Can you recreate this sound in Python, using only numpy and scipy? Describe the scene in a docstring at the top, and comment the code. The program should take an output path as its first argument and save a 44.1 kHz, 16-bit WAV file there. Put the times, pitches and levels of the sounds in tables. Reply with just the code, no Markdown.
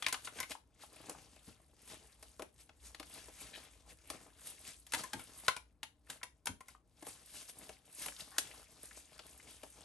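"""Paper banknotes are fanned, slid over each other and pressed into a plastic tray, under a phone above a desk.
Sliding sheets hiss as noise in fine, uneven grains; the stack flaps below. Creases and flicks are sprays of clicks.
Scraped edges sing as noise in narrow bands. Touches ring a few tray tones; the desk thuds dully.
Fading noise makes the echoes of desk and walls, over filtered noise for room air and a low rumble.
Two microphone ports hear it all out of step."""
import sys
import numpy as np
from scipy import signal
from scipy.fft import rfft, irfft, next_fast_len
from scipy.io import wavfile
from scipy.ndimage import uniform_filter1d

SR = 44100
rng = np.random.default_rng(int(sys.argv[2]) if len(sys.argv) > 2 else 0)


def generate_wav(sig):
    """Save sig (samples, or channels by samples) to the path in sys.argv[1] as 16-bit PCM at SR."""
    pcm = np.round(np.clip(np.atleast_2d(sig).T, -1, 1) * 32767).astype(np.int16)
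    wavfile.write(sys.argv[1], SR, pcm)


N = 433944  # length in samples


def undb(db):
    """Turn decibels into an amplitude factor."""
    return 10 ** (np.asarray(db) / 20)


def unit(x):
    """Scale to rms 1."""
    return x / np.sqrt(np.mean(x ** 2, axis=-1, keepdims=True))


def curve(table, column):
    """One column of a time table at every sample."""
    return np.interp(np.arange(N) / SR, [row[0] for row in table], [row[column] for row in table])


def across(table, column, size):
    """One column of a frequency table at every bin of a transform."""
    hz = np.arange(1, size // 2 + 2) * SR / size
    return np.interp(np.log(hz), np.log([row[0] for row in table]), [row[column] for row in table])


def colour(x, table, size=4096):
    """Causal filter with the shape of the given spectrum that keeps the power of white noise."""
    # folding the cepstrum makes the filter respond as early as possible
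    cepstrum = irfft(np.log(undb(across(table, column=1, size=size))))
    cepstrum[1:size // 2] *= 2
    cepstrum[size // 2 + 1:] = 0
    response = irfft(np.exp(rfft(cepstrum)))
    return signal.fftconvolve(x, response / np.sqrt(np.sum(response ** 2)))[:N]


def band(x, lo_hz, hi_hz):
    """Band-pass that keeps the power of white noise."""
    sos = signal.butter(2, [lo_hz, hi_hz], "bandpass", fs=SR, output="sos")
    return signal.sosfilt(sos, x) * np.sqrt(SR / 2 / (hi_hz - lo_hz))


def walk(rate):
    """Random levels held 1 / rate s, smoothed twice and scaled to rms 1."""
    k = int(SR / rate)
    steps = np.repeat(rng.standard_normal(N // k + 1), k)
    return unit(uniform_filter1d(uniform_filter1d(steps, k), k)[:N])


def slips(spread_db, grain_ms):
    """Noise in short grains of uneven size: fibres that catch and let go."""
    k = max(int(grain_ms * SR / 1000), 1)
    grain_db = spread_db * np.minimum(rng.exponential(size=N // k + 1), 3)
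    size = np.repeat(undb(grain_db), k)[:N]
    return unit(size * rng.standard_normal(N))


def crackle(rate, spread_db, fall_ms):
    """Envelope of lone ticks of uneven size, on average rate per second, each dying away."""
    size = undb(spread_db * np.minimum(rng.exponential(size=N), 3))
    ticks = (rng.random(N) < rate / SR) * size
    return signal.lfilter([1], [1, -np.exp(-1000 / (fall_ms * SR))], ticks)


def bursts(table, column, fall_ms):
    """Envelope that rises within 2.2 ms at each event and dies away exponentially."""
    kicks = np.zeros(N)
    for row in table:
        kicks[int(row[0] * SR)] = undb(row[column])
    t = np.arange(SR // 8) / SR
    shape = np.exp(-t * 1000 / fall_ms) * np.minimum(t / 0.0022, 1)
    return signal.oaconvolve(kicks, shape)[:N]


def blows(table, fall_ms, thump_ms, thump_db, crack_db, sizzle_db):
    """A spray of clicks at each event: soft low push, crack and bright sizzle."""
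    thump = band(slips(0.76, 0.47) * bursts(table, column=2, fall_ms=thump_ms), 250, 844)
    crack = band(slips(2.4, 0.46) * bursts(table, column=1, fall_ms=fall_ms), 910, 4110)
    sizzle = band(slips(3.5, 0.4) * bursts(table, column=3, fall_ms=1.18 * fall_ms), 4900, 14000)
    return undb(thump_db) * thump + undb(crack_db) * crack + undb(sizzle_db) * sizzle


def strokes():
    """Level in dB and brightness of all sliding: each stroke swells and fades over the rustle of the grip."""
    # one sheet pulled over the next: full_speed_s, level_db, length_s, brightness [dB per octave]
    pulls = [(0.256, -44.5, 0.085, 1), (0.373, -46.5, 0.18, -0.9), (0.509, -44, 0.086, 0.2),
             (0.825, -51.5, 0.15, 0.3), (1.066, -59, 0.82, -2), (1.481, -59, 0.23, 0.5),
             (1.915, -54.5, 0.42, -0.5), (2.606, -61, 0.13, 0.7), (2.857, -55.5, 0.24, 1.5),
             (3.16, -52, 0.51, 0.1), (3.42, -53.5, 0.41, 0.9), (3.577, -53.5, 0.49, -0.5),
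             (3.903, -59.5, 0.16, -0.3), (4.143, -56, 0.47, -1.5), (4.474, -51.5, 0.41, 1.1),
             (4.674, -50, 0.25, 1.1), (4.994, -43.5, 0.23, -1), (5.157, -56, 0.68, -1),
             (5.453, -50, 0.19, -0.5), (6.119, -51.5, 0.15, -1), (6.708, -59, 0.14, -0.5),
             (7.103, -53.5, 0.39, 0), (7.365, -50.5, 0.38, 1.16), (7.493, -46.5, 0.052, 0.5),
             (7.636, -54.5, 0.33, -0.5), (8.033, -46.5, 0.42, 1), (8.203, -44.5, 0.1, 1),
             (8.846, -57.5, 0.26, 1), (8.975, -55.5, 0.18, 1.5), (9.49, -55.5, 0.2, 0)]
    # rustle of the notes held in the hands, which swells and nearly dies away: time_s, level_db
    grip = [(0, -59), (.55, -79), (.7, -93), (.95, -66.5), (1.7, -79.5), (2.33, -68), (2.52, -84.5),
            (4.3, -79), (4.85, -97), (5.4, -60.5), (5.68, -91), (6.95, -88.5), (7.85, -73.5), (8.46, -57),
            (8.7, -66), (9.18, -64.5), (9.3, -64), (9.84, -64)]
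    range_db, rise = 26.5, 0.4  # swell over the length; share of it spent rising
    t = np.arange(N) / SR
    power = undb(2 * curve(grip, column=1))  # twice the dB turns amplitude into power
    bright = np.zeros(N)
    for at, db, length, tilt in pulls:
        near = slice(max(int((at - 2 * length) * SR), 0), int((at + 2 * length) * SR))
        away = np.maximum((at - t[near]) / rise, (t[near] - at) / (1 - rise)) / length
        swell = undb(2 * (db - range_db * away))
        power[near] += swell
        bright[near] += tilt * swell
    return 10 * np.log10(power), bright / power


def at_tray():
    """1 while the hand works in the tray, where the notes flap a little more softly; 0 elsewhere."""
    # times in the tray: start_s, end_s
    visits = [(0, 0.9), (4.849, 6.85)]
    t = np.arange(N) / SR
    return sum((t > start) & (t < end) for start, end in visits)


def sliding():
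    """Sheets hiss past each other in uneven slips and crackle; the stack flaps softly below."""
    # loudness of the hiss from low to high: pitch_hz, level_db
    sheet = [(1000, -18.5), (2500, -11), (5500, -11), (11500, -4)]
    stroke_db, bright = strokes()
    drag_db = stroke_db + 1.59 * walk(35)
    # a fast stroke is a smooth swish; ticks stand out most in slow handling
    loose = undb(np.minimum(-0.35 * (drag_db + 60.5), 5))
    wide = loose * crackle(30, 3, 1.2)
    hiss = 0
    for hz in 1000 * 2 ** np.arange(0, 3.6, 0.4):
        sheet_db = np.interp(np.log(hz), np.log([row[0] for row in sheet]), [row[1] for row in sheet])
        # some ticks span the whole sheet, others only one size of fold
        grain = 0.74 + 0.68 * wide + 1.0 * loose * crackle(17, 3.26, 4.16)
        fibres = band(grain * slips(0.65, 0.91), 0.876 * hz, 1.303 * hz)
        hiss = hiss + fibres * undb(sheet_db + bright * np.log2(hz / 3400) + 1.8 * walk(18))
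    grain = 0.68 + 0.5 * wide + 1.19 * loose * crackle(55, 1.5, 4.5)
    # 7 dB softer than the slide, 3 dB softer in the tray; placed 3 octaves below the middle of the hiss
    flap_db = -7 - 3 * at_tray() - 3 * bright + 0.37 * walk(8.9)
    flap = band(grain * slips(2.8, 3.3), 88, 830) * undb(flap_db)
    return (hiss + flap) * undb(drag_db)


def scraping():
    """A note edge scrapes and sings: uneven slips ring a few narrow resonances of the bent note."""
    # scrapes: middle_s, length_s, lowest_hz, level_db
    scrapes = [(3.552, 0.048, 1725, -59.5), (8.338, 0.061, 800, -67.5)]
    # pitches of the resonances as multiples of the lowest
    ratios = (1, 1.4, 1.85, 2.2)
    t, out = np.arange(N) / SR, np.zeros(N)
    for at, length, hz, db in scrapes:
        near = np.abs(t - at) < length
        swell = np.clip(3 * (1 - 2 * np.abs(t[near] - at) / length), 0, 1)
        rub = slips(3.4, 2.5)[near] * undb(db) * swell
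        out[near] = sum(band(rub, 0.946 * hz * r, 1.06 * hz * r) for r in ratios)
    return out


def snapping():
    """A crease gives way in a short spray of clicks."""
    # creases snapping in the hands, levels before the trims below: start_s, crack_db, thump_db, sizzle_db
    snaps = [(1.0945, -38.5, -41, -40), (2.226, -43, -54.5, -48.5), (2.394, -43, -40, -51.5),
             (2.4201, -37.5, -44, -48), (2.6917, -46, -57.5, -73), (2.9456, -36, -59, -55),
             (2.9973, -32, -45.5, -50.5), (3.0275, -39.5, -73, -55), (3.2824, -48.5, -51, -60),
             (4.1002, -31.5, -44, -39), (7.0239, -44, -48, -50), (7.0662, -40.5, -45.5, -49),
             (7.6914, -39.5, -49.5, -52.5), (8.0598, -33.5, -47, -43), (8.0822, -31.5, -52, -46),
             (8.3819, -19.5, -48.5, -24.5), (9.191, -33, -53.5, -62), (9.632, -39, -46.5, -51)]
    return blows(snaps, fall_ms=4.1, thump_ms=10.2, thump_db=3.0, crack_db=-5.5, sizzle_db=3.1)


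def flicking():
    """Each flick is a short spray of clicks around the pitch of the bent edge."""
    # a nail flicks the edge of a note: start_s, level_db, pitch_hz
    flicks = [(.044, -40, 2880), (.551, -44.5, 990), (.835, -46.5, 818), (.965, -55.5, 2500),
              (1.148, -46, 990), (3.876, -57.5, 700), (6.071, -59.5, 1800), (6.213, -48.5, 1300),
              (6.749, -50.5, 1040), (8.12, -49, 1490), (8.164, -47, 4000), (8.205, -42, 3800),
              (8.364, -47, 1200), (8.446, -59, 2940), (8.512, -51, 2370), (8.537, -50.5, 904),
              (8.618, -54, 830), (8.909, -46.5, 1750), (9.398, -50, 2030)]
    out, t = np.zeros(N + SR), np.arange(SR // 20) / SR
    shape = np.exp(-t / 0.0047) * np.minimum(t / 0.0011, 1)
    spray = rng.standard_normal((len(flicks), len(t))) * shape
    for (at, db, hz), clicks in zip(flicks, spray):
        start = int(at * SR)
        out[start:start + len(t)] += undb(db) * band(clicks, 0.76 * hz, 1.27 * hz)
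    return out[:N]


def tray():
    """A spray of clicks at each touch; the push of the hand sets the plastic box ringing."""
    # notes and nails striking the tray, levels before the trims below: start_s, crack_db, push_db, sizzle_db
    taps = [(0.023, -26.5, -46, -47), (0.063, -19.5, -39.5, -39), (0.0824, -29, -46, -39),
            (0.1249, -27, -37.5, -33.5), (0.1419, -26.5, -49.5, -61), (.272, -35, -43, -60),
            (0.386, -38, -42, -65), (0.401, -32.5, -42.5, -38), (0.4281, -35, -44.5, -51),
            (.516, -31, -59, -51), (4.8655, -51, -65.5, -56), (4.9206, -34.5, -60, -42),
            (4.9345, -24, -30.5, -36), (4.9454, -25.5, -62, -39), (5.035, -45, -43, -45),
            (5.1315, -28, -38.5, -46), (5.192, -42.5, -48, -55.5), (5.4808, -14.5, -28.5, -34),
            (5.5635, -36.5, -43, -46.5), (5.8296, -31, -51, -48), (6.099, -32.5, -51.5, -44),
            (6.2301, -32.5, -44.5, -44.5), (6.456, -50, -50, -42), (6.4692, -24.5, -39, -36),
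            (6.6058, -47.5, -53.5, -56), (6.682, -56.5, -54, -53)]
    # ringing tones of the box: pitch_hz, level_db (before the trim below), time to fade by 60 dB [s]
    modes = [(1011, -2.5, 0.042), (1538, -0.5, 0.018), (2067, 2.5, 0.012)]
    push = rng.standard_normal(N) * bursts(taps, column=2, fall_ms=11.6)
    ring = 0
    for hz, db, t60 in modes:
        # the grip of the hand shifts each mode by some 6 percent
        shifted_hz = hz * (1 + 0.06 * walk(20))
        turn = np.exp(2j * np.pi * np.cumsum(shifted_hz) / SR)
        fade = np.exp(-np.log(1000) / (t60 * SR))
        # every touch lands elsewhere and wakes another mix of modes
        drive = push * undb(db + 2.5 * walk(30))
        ring = ring + (turn * signal.lfilter([1], [1, -fade], drive / turn)).imag
    clicks = blows(taps, fall_ms=4.73, thump_ms=3.7, thump_db=-12.5, crack_db=-5.0, sizzle_db=4.9)
    return clicks + undb(-19.0) * ring


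def desk():
    """Dull low thuds through the table top."""
    # the hand rests on the desk: start_s, level_db
    thuds = [(1.472, -53.5), (5.14, -43.5), (6.49, -47)]
    return band(rng.standard_normal(N) * bursts(thuds, column=1, fall_ms=29), 65, 280)


def room():
    """Faint air noise and a low rumble that wavers."""
    # shape of the air noise, only relative: pitch_hz, level [dB per Hz]
    air_shape = [(30, -16.5), (60, -6.5), (140, -11.5), (350, -16), (1000, -28), (8500, -68), (13000, -51)]
    # loudness of the rumble: time_s, level_db
    rumble_level = [(0, -72.5), (3.3, -65.5), (6.6, -73.5), (7.8, -73), (9.84, -68.5)]
    air_db = -73.5 + 0.66 * walk(0.23)
    air = undb(air_db) * colour(rng.standard_normal(N), air_shape, size=16384)
    rumble = band(band(rng.standard_normal(N), 47, 70.3), 43, 140)
    return air + unit(rumble) * undb(curve(rumble_level, column=1))


def scene():
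    """Each port gets the direct sound and its own scatter of echoes from desk and walls."""
    # the two ports: pitch_hz, gain_db, left minus right [dB]
    port_gains = [(60.7, -1, -0.5), (650, -2.5, 5.5), (1390, -1, 4.5), (4900, 0.5, 6.5), (7530, 1.5, 2.5),
                  (10950, 5.5, -2), (11200, 6, 4.5), (11830, -2.5, -1), (13100, -22, 0.5)]
    # the ports pass through opposite phase near their resonance: pitch_hz, left leads by [rad]
    lead = [(1600, 0), (5000, .9), (6500, 0), (7400, 1), (8600, 0), (10250, -3.14), (11700, -6.28)]
    echo_t60_s, echo_db = 0.21, -7.5  # time to fade by 60 dB; level against the direct sound
    sound = sliding() + scraping() + snapping() + flicking() + tray() + desk() + room()
    size = next_fast_len(N + SR)
    t = np.arange(SR // 2) / SR
    # the echoes start 2 ms after the direct sound
    echoes = rng.standard_normal((2, len(t))) * undb(-60 * t / echo_t60_s) * (t > 0.002)
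    echoes = rfft(echoes / np.sqrt(np.sum(echoes ** 2, axis=1, keepdims=True)), size)
    gain_db = across(port_gains, column=1, size=size)
    pan_db = across(port_gains, column=2, size=size)
    side = np.array([[0.5], [-0.5]])  # left, right
    ports = (1 + undb(echo_db) * echoes) * undb(gain_db + side * pan_db)
    ports = ports * np.exp(1j * side * across(lead, column=1, size=size))
    return irfft(rfft(sound, size) * ports, size)[:, :N]


def record(dry):
    """The phone cuts the deepest bass below 38 Hz and the top above 13 kHz."""
    bass_cut = signal.sosfilt(signal.butter(2, 38, "highpass", fs=SR, output="sos"), dry)
    return signal.sosfilt(signal.ellip(8, 0.2, 60, 13000, fs=SR, output="sos"), bass_cut)


dry = scene()
out = record(dry)
generate_wav(out)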